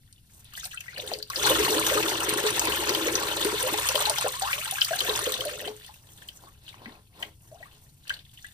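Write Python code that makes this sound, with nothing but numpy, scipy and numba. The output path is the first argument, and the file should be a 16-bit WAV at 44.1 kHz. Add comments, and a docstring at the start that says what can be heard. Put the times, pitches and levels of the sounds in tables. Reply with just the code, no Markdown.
"""A soaked sponge is lifted, wrung out high above a half-filled basin and pressed back into the water. Its
stream and drops trap bubbles, damped sines that mostly climb in pitch; filtered noise gives foam and spatter.
Before and after, the sponge swishes in the pool; single bubbles, slaps and bright ticks stand out. Resonators
ring the bowl and the counter, noise tails the small tiled room, over a steady hush."""
import sys
import numpy as np
from scipy import signal
from scipy.fft import rfft, irfft, next_fast_len
from scipy.io import wavfile
from scipy.ndimage import uniform_filter1d
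from numba import njit

SR = 44100
rng = np.random.default_rng(int(sys.argv[2]) if len(sys.argv) > 2 else 0)


def inscribe(sig):
    """Save sig as 16-bit PCM at rate SR to the path in sys.argv[1].

    A 1-D sig is mono; a 2-D sig holds one channel per row.
    Samples are clipped to [-1, 1] before scaling.
    """
    pcm = np.round(np.clip(np.atleast_2d(sig).T, -1, 1) * 32767)
    wavfile.write(sys.argv[1], SR, pcm.astype(np.int16))


N = 376173   # length [samples]


def amp(db):
    """Amplitude factor for a level in dB."""
    return 10 ** (np.asarray(db) / 20)


def rms_one(x):
    """Scale to an RMS of 1."""
    return x / np.sqrt(np.mean(x ** 2) + 1e-20)


def coloured(x, points):
    """Filter by a table of (frequency [Hz], level [dB]), read along log frequency."""
    size = next_fast_len(N)
    hz = np.arange(size // 2 + 1) * SR / size
    table_hz, table_db = np.array(points).T
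    gain_db = np.interp(np.log(hz + 1), np.log(table_hz), table_db)
    return irfft(rfft(x, size) * amp(gain_db), size)[..., :N]


def drift(rate_hz):
    """Slow chance of spread 1: noise at 200 knots per second through a one-pole lowpass."""
    knots = rng.standard_normal(int(N / SR * 200))
    r = np.exp(-2 * np.pi * rate_hz / 200)
    slow = rms_one(signal.lfilter([1], [1, -r], knots))
    return np.interp(np.linspace(200, len(knots) - 1, N), np.arange(len(knots)), slow)


def resonate(x, modes):
    """Parallel resonances (frequency [Hz], width [Hz], level [dB]), signs alternating."""
    out = 0
    for k, (hz, width, gain_db) in enumerate(modes):
        r = np.exp(-np.pi * width / SR)
        zeros = np.array([1, 0, -1]) * (1 - r * r) / 2
        poles = [1, -2 * r * np.cos(2 * np.pi * hz / SR), r * r]
        out = out + (-1) ** k * amp(gain_db) * signal.lfilter(zeros, poles, x)
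    return out


@njit
def rings(n, sr, start, size, hz, t60, octaves):
    """Damped sines that swell within a cycle and glide upward ever faster as each bubble nears the surface."""
    out = np.zeros(n)
    for k in range(len(start)):
        length, phase = int(t60[k] * sr * .7), 0.
        for i in range(min(length, n - start[k])):
            u = i / (t60[k] * sr)
            pitch = hz[k] * 2 ** (octaves[k] * u * (1 + 2 * u))
            phase += 2 * np.pi * min(pitch, .45 * sr) / sr
            out[start[k] + i] += size[k] * min(phase / 6, 1.) * np.exp(-6.9 * u) * np.sin(phase)
    return out


def puff(s, peak_db, t60, edges_hz):
    """Bursts of band noise that die fast."""
    hits = np.zeros(N)
    hits[(s * SR).astype(int)] = amp(peak_db)
    decay = amp(-60 / (t60 * SR))   # per sample
    burst = signal.lfilter([1], [1, -decay], hits + 1e-18) * rng.standard_normal(N)
    return signal.sosfilt(signal.butter(2, edges_hz, "band", fs=SR, output="sos"), burst)


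def hush():
    """Background hush: steady noise of fixed colour, strongest in the lows, with a narrow notch near 11.4 kHz."""
    # colour of the hush: (frequency [Hz], relative level [dB per Hz])
    hush_colour = [(20, -2), (117, 3.5), (288, -17.5), (934, -40), (4130, -43), (9330, -27.5), (10400, -20),
                   (11400, -69), (13400, -21), (15000, -51), (16400, -53.5)]
    return amp(-52.5) * rms_one(coloured(rng.standard_normal(N), hush_colour))


def swells(rows):
    """Power of the three water layers; each event swells faster than it sinks."""
    rise_share = 0.47   # of the length, the part before the loudest moment
    edge_db = 17   # lost by either end of the length
    t = np.arange(0, N, 20) / SR
    power = 0
    for s, length, *layers_db in rows:
        away = (t - s) / length / np.where(t < s, rise_share, 1 - rise_share)
        power = power + amp(np.array(layers_db)[:, None] - edge_db * away ** 2) ** 2
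    return np.repeat(power, 20, axis=1)[:, :N]


def flow():
    """Levels of gurgle, splash and spray; the broken stream lands in quick lumps that all layers share."""
    # the pool left alone: (gurgle [dB], splash [dB], spray [dB])
    calm = (-89.5, -70, -74.5)
    # sponge pushed and wiped through the pool: (loudest [s], length [s], gurgle [dB], splash [dB], spray [dB])
    swishes = [(0.357, 0.2, -65, -65, -57.5), (5.828, 0.38, -70, -53, -54), (6.25, 0.75, -59.5, -59.5, -58),
               (6.438, 0.11, -51, -63, -69), (6.691, 0.2, -60, -52.5, -59),
               (6.871, 0.28, -48.5, -55.5, -70), (7.219, 0.19, -47.5, -52.5, -57.5),
               (7.486, 0.35, -65.5, -79, -61.5), (7.672, 0.34, -59, -59, -70),
               (7.812, 0.53, -70, -70, -63.5), (8.126, 0.2, -60, -50, -58.5),
               (8.477, 0.72, -79.5, -58, -59.5)]
    # runs of water off the lifted sponge: (loudest [s], length [s], gurgle [dB], splash [dB], spray [dB])
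    dribbles = [(0.575, 0.1, -80, -45, -47), (0.65, 0.057, -76, -47.5, -42.5), (0.8, 1, -69, -54, -57),
                (0.99, 0.12, -41, -41.5, -54.5), (1.11, 0.22, -40.5, -45.5, -47.5)]
    # the wrung stream: (time [s], splash [dB], air dragged under, as gurgle against splash [dB])
    wring = [(1.27, -56.5, -16.5), (1.36, -40, 0), (1.47, -28.5, 0), (1.75, -32.5, 2.5), (1.9, -32, 0.5),
             (2.201, -36.5, 3), (2.55, -34.5, -0.5), (3.101, -36, 5), (3.6, -35.5, -4), (3.749, -36.5, 1.5),
             (3.849, -36, -16), (3.969, -35, -5.5), (4.301, -38, -11), (4.38, -43.5, -12.5),
             (4.5, -37.5, -10.5), (4.619, -40.5, -20), (4.88, -41.5, -39.5), (4.948, -40.5, -2.5),
             (5.1, -35, 0), (5.6, -45.5, -0.5), (5.679, -46.5, 9), (5.76, -62.5, -1)]
    s, level_db, air_db = np.transpose(wring)
    t = np.arange(N) / SR
    level_db = np.interp(t, s, level_db, -200, -200)   # silent outside the wringing
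    air_db = np.interp(t, s, air_db)
    spray_db = -3 - 0.12 * air_db   # a stream that drags no air under spatters more
    wrung = level_db + np.array([air_db, 0 * t, spray_db])
    power = amp(wrung) ** 2 + swells(dribbles + swishes) + amp(calm)[:, None] ** 2
    gurgle_db, splash_db, spray_db = 10 * np.log10(power)
    lumps = drift(21.0)
    lumps = lumps - uniform_filter1d(lumps, size=4000)   # no slow surges
    flicker = 1.93 * drift(34.0)   # the spray's own
    return gurgle_db + 0.47 * lumps, splash_db + 1.66 * lumps, spray_db + 2.9 * lumps + flicker


def fullness(level_db):
    """Share of the full rate of bubbles, .12 to 1: below full_db the flow thins to single drops."""
    full_db = -36
    return np.clip(amp(uniform_filter1d(level_db, size=6000) - full_db), .12, 1)


def swarm(level_db, low_hz, high_hz, cycles, spread_db, rise, shrink, count):
    """Bubbles born at random, sizes uneven; a thin flow makes fewer and smaller ones. 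Unit power at 0 dB."""
    when, pitch, luck, life, lot = rng.random((count, 5)).T
    start = (when * N).astype(np.int64)
    share = fullness(level_db)[start]
    hz = low_hz * (high_hz / low_hz) ** pitch * 2 ** (shrink * (1 - share))   # smaller rings higher
    t60 = cycles / hz * 3 ** (life - .5)
    size = amp(-spread_db * np.log(luck + 0.012))
    size = size / np.sqrt(np.sum(size ** 2 * t60) * SR / (4 * np.log(1000) * N))
    size = size * (lot < share) / np.sqrt(share)   # fewer bubbles, same power
    return rings(N, SR, start, size * amp(level_db[start]), hz, t60, rise * life)


def stream(gurgle_db, splash_db, spray_db):
    """One strand: big air pockets gurgle, middle bubbles splash, tiny ones and churned foam hiss."""
    # colours of three layers: (frequency [Hz], level [dB])
    splash_colour = [(150, -16.5), (400, -10.5), (700, 5), (1300, -0.5), (2000, -2.5), (3200, 4),
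                     (5000, -2.5), (7000, -15)]
    spray_colour = [(2000, -13), (4000, -23), (6000, 3.5), (8500, 9.5), (11000, 2.5), (14000, 9),
                    (16000, -4.5)]
    slosh_colour = [(90, -13.5), (200, -2.5), (500, -4), (900, -2), (2500, -29.5)]
    lifted_s, lowered_s = .52, 5.7
    t = np.arange(N) / SR
    # with the sponge under water little air is trapped and the water only swishes
    under = (t < lifted_s) | (t > lowered_s)
    gurgle = swarm(gurgle_db - 3.5 - 30 * under, 295.0, 592.5, 24.7, 3.14, 0.59, 0.403, count=1600)
    splash = swarm(splash_db - 0.5 - 5 * under, 807.5, 6010, 21.0, 2.7, 0.804, 0.886, count=3600)
    spray = swarm(spray_db - 6 * under, 3520, 13700, 8.6, 4.7, 1.0, 0.15, count=8000)
    patches = amp([2.7 * drift(4.7) for _ in range(3)])
    crackle = amp(2.05 * rng.exponential(1, (3, N // 64 + 1)) - 3.5)   # a new level every 64 samples
    foam = rng.standard_normal((3, N)) * patches * np.repeat(crackle, 64, axis=1)[:, :N]
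    splash = coloured(splash + amp(splash_db - 6.5 + 3.3 * under) * foam[0], splash_colour)
    spray = coloured(spray + amp(spray_db - 4.0) * foam[1], spray_colour)
    slosh = amp(gurgle_db - 11.0 + 7.8 * under) * rms_one(coloured(foam[2], slosh_colour))
    return gurgle + splash + spray + slosh


def thrum(splash_db):
    """The counter shakes under the falling water: resonant noise that follows the smoothed splash level."""
    # resonances of the counter: (frequency [Hz], width [Hz], level [dB])
    counter = [(62.1, 4.3, 1.5), (126, 25, -4.5)]
    level_db = uniform_filter1d(splash_db, size=8000) - 9.5
    return amp(level_db) * rms_one(resonate(rng.standard_normal(N), counter))


def ticks():
    """Fine droplets on the bowl: each a short bright ring in a wide click."""
    # droplets: (time [s], level before the ring and click trims [dB])
    tick_rows = [(0.127, -43), (.445, -41.5), (.582, -37), (0.654, -26), (2.2044, -22), (2.249, -28.5),
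                 (2.2928, -15.5), (2.338, -17.5), (2.505, -19.5), (2.6535, -19.5), (3.448, -18),
                 (3.606, -23.5), (3.6277, -16.5), (3.799, -20.5), (3.868, -20.5), (3.993, -21),
                 (4.005, -19.5), (4.097, -12), (4.211, -19), (4.397, -20.5), (4.648, -22.5), (4.711, -18),
                 (4.959, -23.5), (5.192, -20.5), (5.4521, -23), (5.864, -37)]
    s, peak_db = np.transpose(tick_rows)
    centre_hz, t60_s = 9470, 0.0037
    hz = centre_hz * (1 + 0.18 * (rng.random(len(s)) - .5))
    ring = rings(N, SR, (s * SR).astype(np.int64), amp(peak_db + 12.5), hz, t60_s + 0 * s, 0 * s)
    return ring + puff(s, peak_db + 6.5, 0.00087, [2500, 16000])


def plops():
    """Single large bubbles snap off and climb as they ring; the deep ones beat against a smaller twin."""
    # deep in the pool: (time [s], level before trims [dB], starting pitch [Hz], t60 before limits [s])
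    deep_rows = [(0.535, -43.5, 1190, 0.033), (0.575, -35.5, 1760, 0.058), (0.631, -42.5, 1310, 0.073),
                 (0.653, -41.5, 720, 0.094), (0.731, -42, 1710, 0.056), (0.741, -38.5, 1330, 0.065),
                 (0.773, -33.5, 2620, 0.029), (0.881, -34.5, 1945, 0.043), (0.93, -44, 1460, 0.029),
                 (0.976, -39.5, 541, 0.12), (1.027, -38.5, 486, 0.19), (1.116, -18, 670, 0.018),
                 (1.301, -28.5, 1080, 0.054), (1.364, -35, 515, 0.14), (1.501, -14, 520, 0.061),
                 (1.585, -18, 395, 0.063), (1.701, -17.5, 414, 0.06), (1.746, -20.5, 492, 0.093),
                 (1.911, -17, 533, 0.054), (1.974, -21.5, 1230, 0.053), (1.953, -12, 403, 0.029),
                 (2.003, -18, 370, 0.035), (2.073, -20, 398, 0.0074), (2.326, -14, 350, 0.026),
                 (2.358, -20.5, 350, 0.075), (2.438, -13.5, 412, 0.036), (2.681, -15.5, 383, 0.033),
                 (2.903, -14.5, 361, 0.058), (3.063, -20, 460, 0.13), (3.451, -13.5, 370, 0.043),
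                 (3.528, -18, 391, 0.062), (3.633, -25.5, 490, 0.22), (3.725, -24, 340, 0.067),
                 (3.891, -30.5, 513, 0.099), (3.946, -16, 546, 0.041), (4.072, -19.5, 840, 0.103),
                 (4.097, -22, 626, 0.0463), (4.183, -25, 830, 0.063), (4.244, -15, 500, 0.041),
                 (4.34, -32, 968, 0.17), (4.419, -22, 758, 0.18), (4.529, -42, 543, .29),
                 (4.65, -38.5, 1537, 0.063), (4.667, -31.5, 876, 0.12), (4.723, -29, 744, 0.11),
                 (4.908, -20.5, 652, 0.16), (5.087, -17.5, 460, 0.041), (5.126, -33, 1010, 0.088),
                 (5.19, -24.5, 1180, 0.033), (5.268, -18.5, 480, 0.052), (5.383, -34, 497, 0.38),
                 (5.454, -24, 579, 0.078), (5.51, -36, 485, 0.22), (5.619, -34, 556, 0.086),
                 (5.677, -27, 700, 0.04), (5.891, -40.5, 836, 0.1), (6.47, -48.5, 1080, 0.11),
                 (6.862, -37, 224, 0.15), (7.229, -37.5, 694, 0.063), (7.545, -42.5, 672, 0.12),
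                 (7.627, -40, 1880, 0.04), (8.104, -20.5, 1555, 0.018), (8.444, -38, 1700, 0.05)]
    # breaking the surface and sweeping upward: the same columns
    chirp_rows = [(3.74, -21.5, 780, 0.087), (3.856, -22, 950, 0.052), (4.0, -27.5, 540, .08),
                  (4.111, -18, 870, 0.029), (4.262, -16.5, 730, 0.04), (4.453, -26.5, 963, 0.22),
                  (4.783, -24, 1590, 0.018), (4.932, -24, 1560, 0.026), (5.013, -26.5, 1110, 0.047),
                  (6.742, -31.5, 990, 0.0096), (7.515, -40.5, 590, 0.13), (7.603, -42, 627, 0.14),
                  (7.656, -47, 1094, 0.078)]
    s, peak_db, hz, t60 = np.transpose(deep_rows + chirp_rows)
    t60 = np.clip(t60, .01, .3)
    deep = np.arange(len(s)) < len(deep_rows)   # only these tear in two
    pace = np.where(deep, 2.2, 10)   # the main bubble's first climb [octaves/s]
    late, apart = rng.random((len(s), 2)).T
    main = rings(N, SR, (s * SR).astype(np.int64), amp(peak_db + 4.0), hz, t60, pace * t60)
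    twin_start = ((s + .15 * late * t60) * SR).astype(np.int64)
    twin_hz = hz * (1 + 0.14 * (.5 + apart))
    twin = rings(N, SR, twin_start, amp(peak_db - 0.5) * deep, twin_hz, .7 * t60, pace * t60)
    snap = puff(s, peak_db - 3, 0.01, [300, 2600])
    return main + twin + snap


def slaps():
    """Each landing drop: a crack, a short ring, a scatter of droplets after it and a burst of fine spray."""
    # drops on the surface: (time [s], level before trims [dB], ring pitch [Hz], fine spray before trim [dB])
    slap_rows = [(0.5368, -40, 6670, 0.5), (0.642, -24.5, 5270, -21), (0.7157, -33, 2680, -19),
                 (0.8072, -29.5, 2600, -3.5), (0.98, -30.5, 4400, -23), (1.075, -26, 3520, -17),
                 (1.136, -21, 4570, -20), (1.187, -35.5, 4850, -12), (1.226, -24.5, 4420, -7),
                 (1.3005, -29, 4900, 0), (1.359, -15, 5000, -35.5), (1.451, -16, 3950, -30),
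                 (1.47, -16, 1440, -27), (1.9, -17, 2050, -7), (2.027, -17.5, 2620, -8),
                 (2.099, -24, 4800, -13), (2.595, -6, 7260, -10.5), (2.672, -17, 2140, -10),
                 (2.721, -17.5, 2770, -18), (2.893, -19.5, 2120, -1), (2.9487, -16, 3150, -7.5),
                 (3.083, -17, 2150, -16), (3.1536, -7, 6000, -34), (3.8883, -16, 2600, -1),
                 (3.9551, -14, 3150, -7), (4.0543, -15.5, 3870, -9.5), (4.1838, -20.5, 3120, 2),
                 (4.5301, -15.5, 2260, -16.5), (4.811, -15.5, 5000, -25), (4.847, -19.5, 5100, -2),
                 (4.816, -9, 3000, -31), (4.989, -20, 3970, -13), (5.005, -16, 3070, -10),
                 (5.094, -15, 3620, -29), (5.321, -22, 3650, 0), (5.34, -17, 3520, -11),
                 (5.407, -20, 3100, -9), (5.675, -27.5, 3040, -12), (5.8463, -38, 3220, -9),
                 (6.2868, -31, 3020, -9), (6.679, -38, 3130, -18), (6.69, -34.5, 3570, -10),
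                 (6.858, -30, 2030, -30), (7.226, -22.5, 2960, -15), (7.229, -24.5, 2070, -34),
                 (8.079, -49.5, 4150, 10.5), (8.0951, -22.5, 2920, -13), (8.139, -33.5, 4170, -10),
                 (8.191, -38.5, 3420, -38)]
    s, peak_db, hz, spray_db = np.transpose(slap_rows)
    ring = rings(N, SR, (s * SR).astype(np.int64), amp(peak_db + 5.0), hz, 20.8 / hz, 0.17 + 0 * s)
    late, pitch = rng.random((len(s), 2, 10)).transpose(1, 0, 2)   # ten droplets each
    tone = np.clip(hz[:, None] * 2 ** (2.6 * (pitch - .55)), 400, 9000).ravel()
    start = np.minimum((s[:, None] + 0.027 * late ** 2) * SR, N - 1).astype(np.int64).ravel()
    size = amp(peak_db[:, None] - 14.5 - 6.2 * late).ravel()   # later ones are fainter
    droplets = rings(N, SR, start, size, tone, 10.0 / tone, 0.43 + 0 * tone)
    crack = puff(s, peak_db - 9.0, 0.0033, [600, 5500])
    fine_spray = puff(s, peak_db + spray_db + 13.5, 0.0038, [5500, 16000])
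    return ring + droplets + crack + fine_spray


def in_bowl(water):
    """The bowl rings along with the water: resonances added to it."""
    # resonances of the bowl: (frequency [Hz], width [Hz], level [dB])
    bowl_modes = [(319, 7.1, 6.5), (425.4, 9.3, 13), (512.5, 9.3, 4), (587, 24, 8.5), (1594, 710, -2.5)]
    return water + resonate(water, bowl_modes)


def room(x):
    """A quick scatter inside the bowl, then a faint tail off the tiles; unlike in the two channels."""
    # echo against direct sound: (frequency [Hz], level [dB])
    echo_colour = [(100, -16), (400, -12), (1000, -7), (2000, 3), (4500, 11), (8000, -4), (15000, -4)]
    bowl_t60_s, room_t60_s, room_db = .03, .18, -14
    t = np.arange(int(.3 * SR)) / SR
    fade = amp(-60 * t / bowl_t60_s) + amp(room_db - 60 * t / room_t60_s)
    tails = rng.standard_normal((2, len(t))) * fade * (t > .0004)
    tails = tails / np.sqrt(np.sum(tails ** 2, axis=1, keepdims=True))
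    return signal.fftconvolve(coloured(x, echo_colour)[None], tails, axes=1)[:, :N]


def ports(x):
    """The direct sound reaches the left microphone port a little later: a phase slope delays it."""
    left_lag_s = .000221
    size = next_fast_len(N)
    hz = np.arange(size // 2 + 1) * SR / size
    late = np.exp(-2j * np.pi * hz * left_lag_s)
    return np.array([irfft(rfft(x, size) * late, size)[:N], x])


def scene():
    """Strands land at different spots of the bowl, each with echoes of its own, over a steady hush."""
    levels = flow()
    spots = [stream(*levels), stream(*levels), ticks() + plops() + slaps()]
    spots = [in_bowl(water) for water in spots]
    spots.append(hush() + thrum(levels[1]))
    return amp(-5.0) * (ports(sum(spots)) + sum(room(x) for x in spots))


def record(dry):
    """The two microphone ports differ in colour; steep cut at the top."""
    # port colour: (frequency [Hz], left minus right [dB])
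    tilt = [(60, 2.5), (550, 2), (2500, 4), (8000, -.5)]
    cutoff_hz = 16550
    half = np.array(tilt) * [1, .5]   # half the difference to each port
    pair = np.array([coloured(dry[0], half), coloured(dry[1], half * [1, -1])])
    return signal.sosfilt(signal.cheby2(12, 70, cutoff_hz, fs=SR, output="sos"), pair)


dry = scene()
out = record(dry)
inscribe(out)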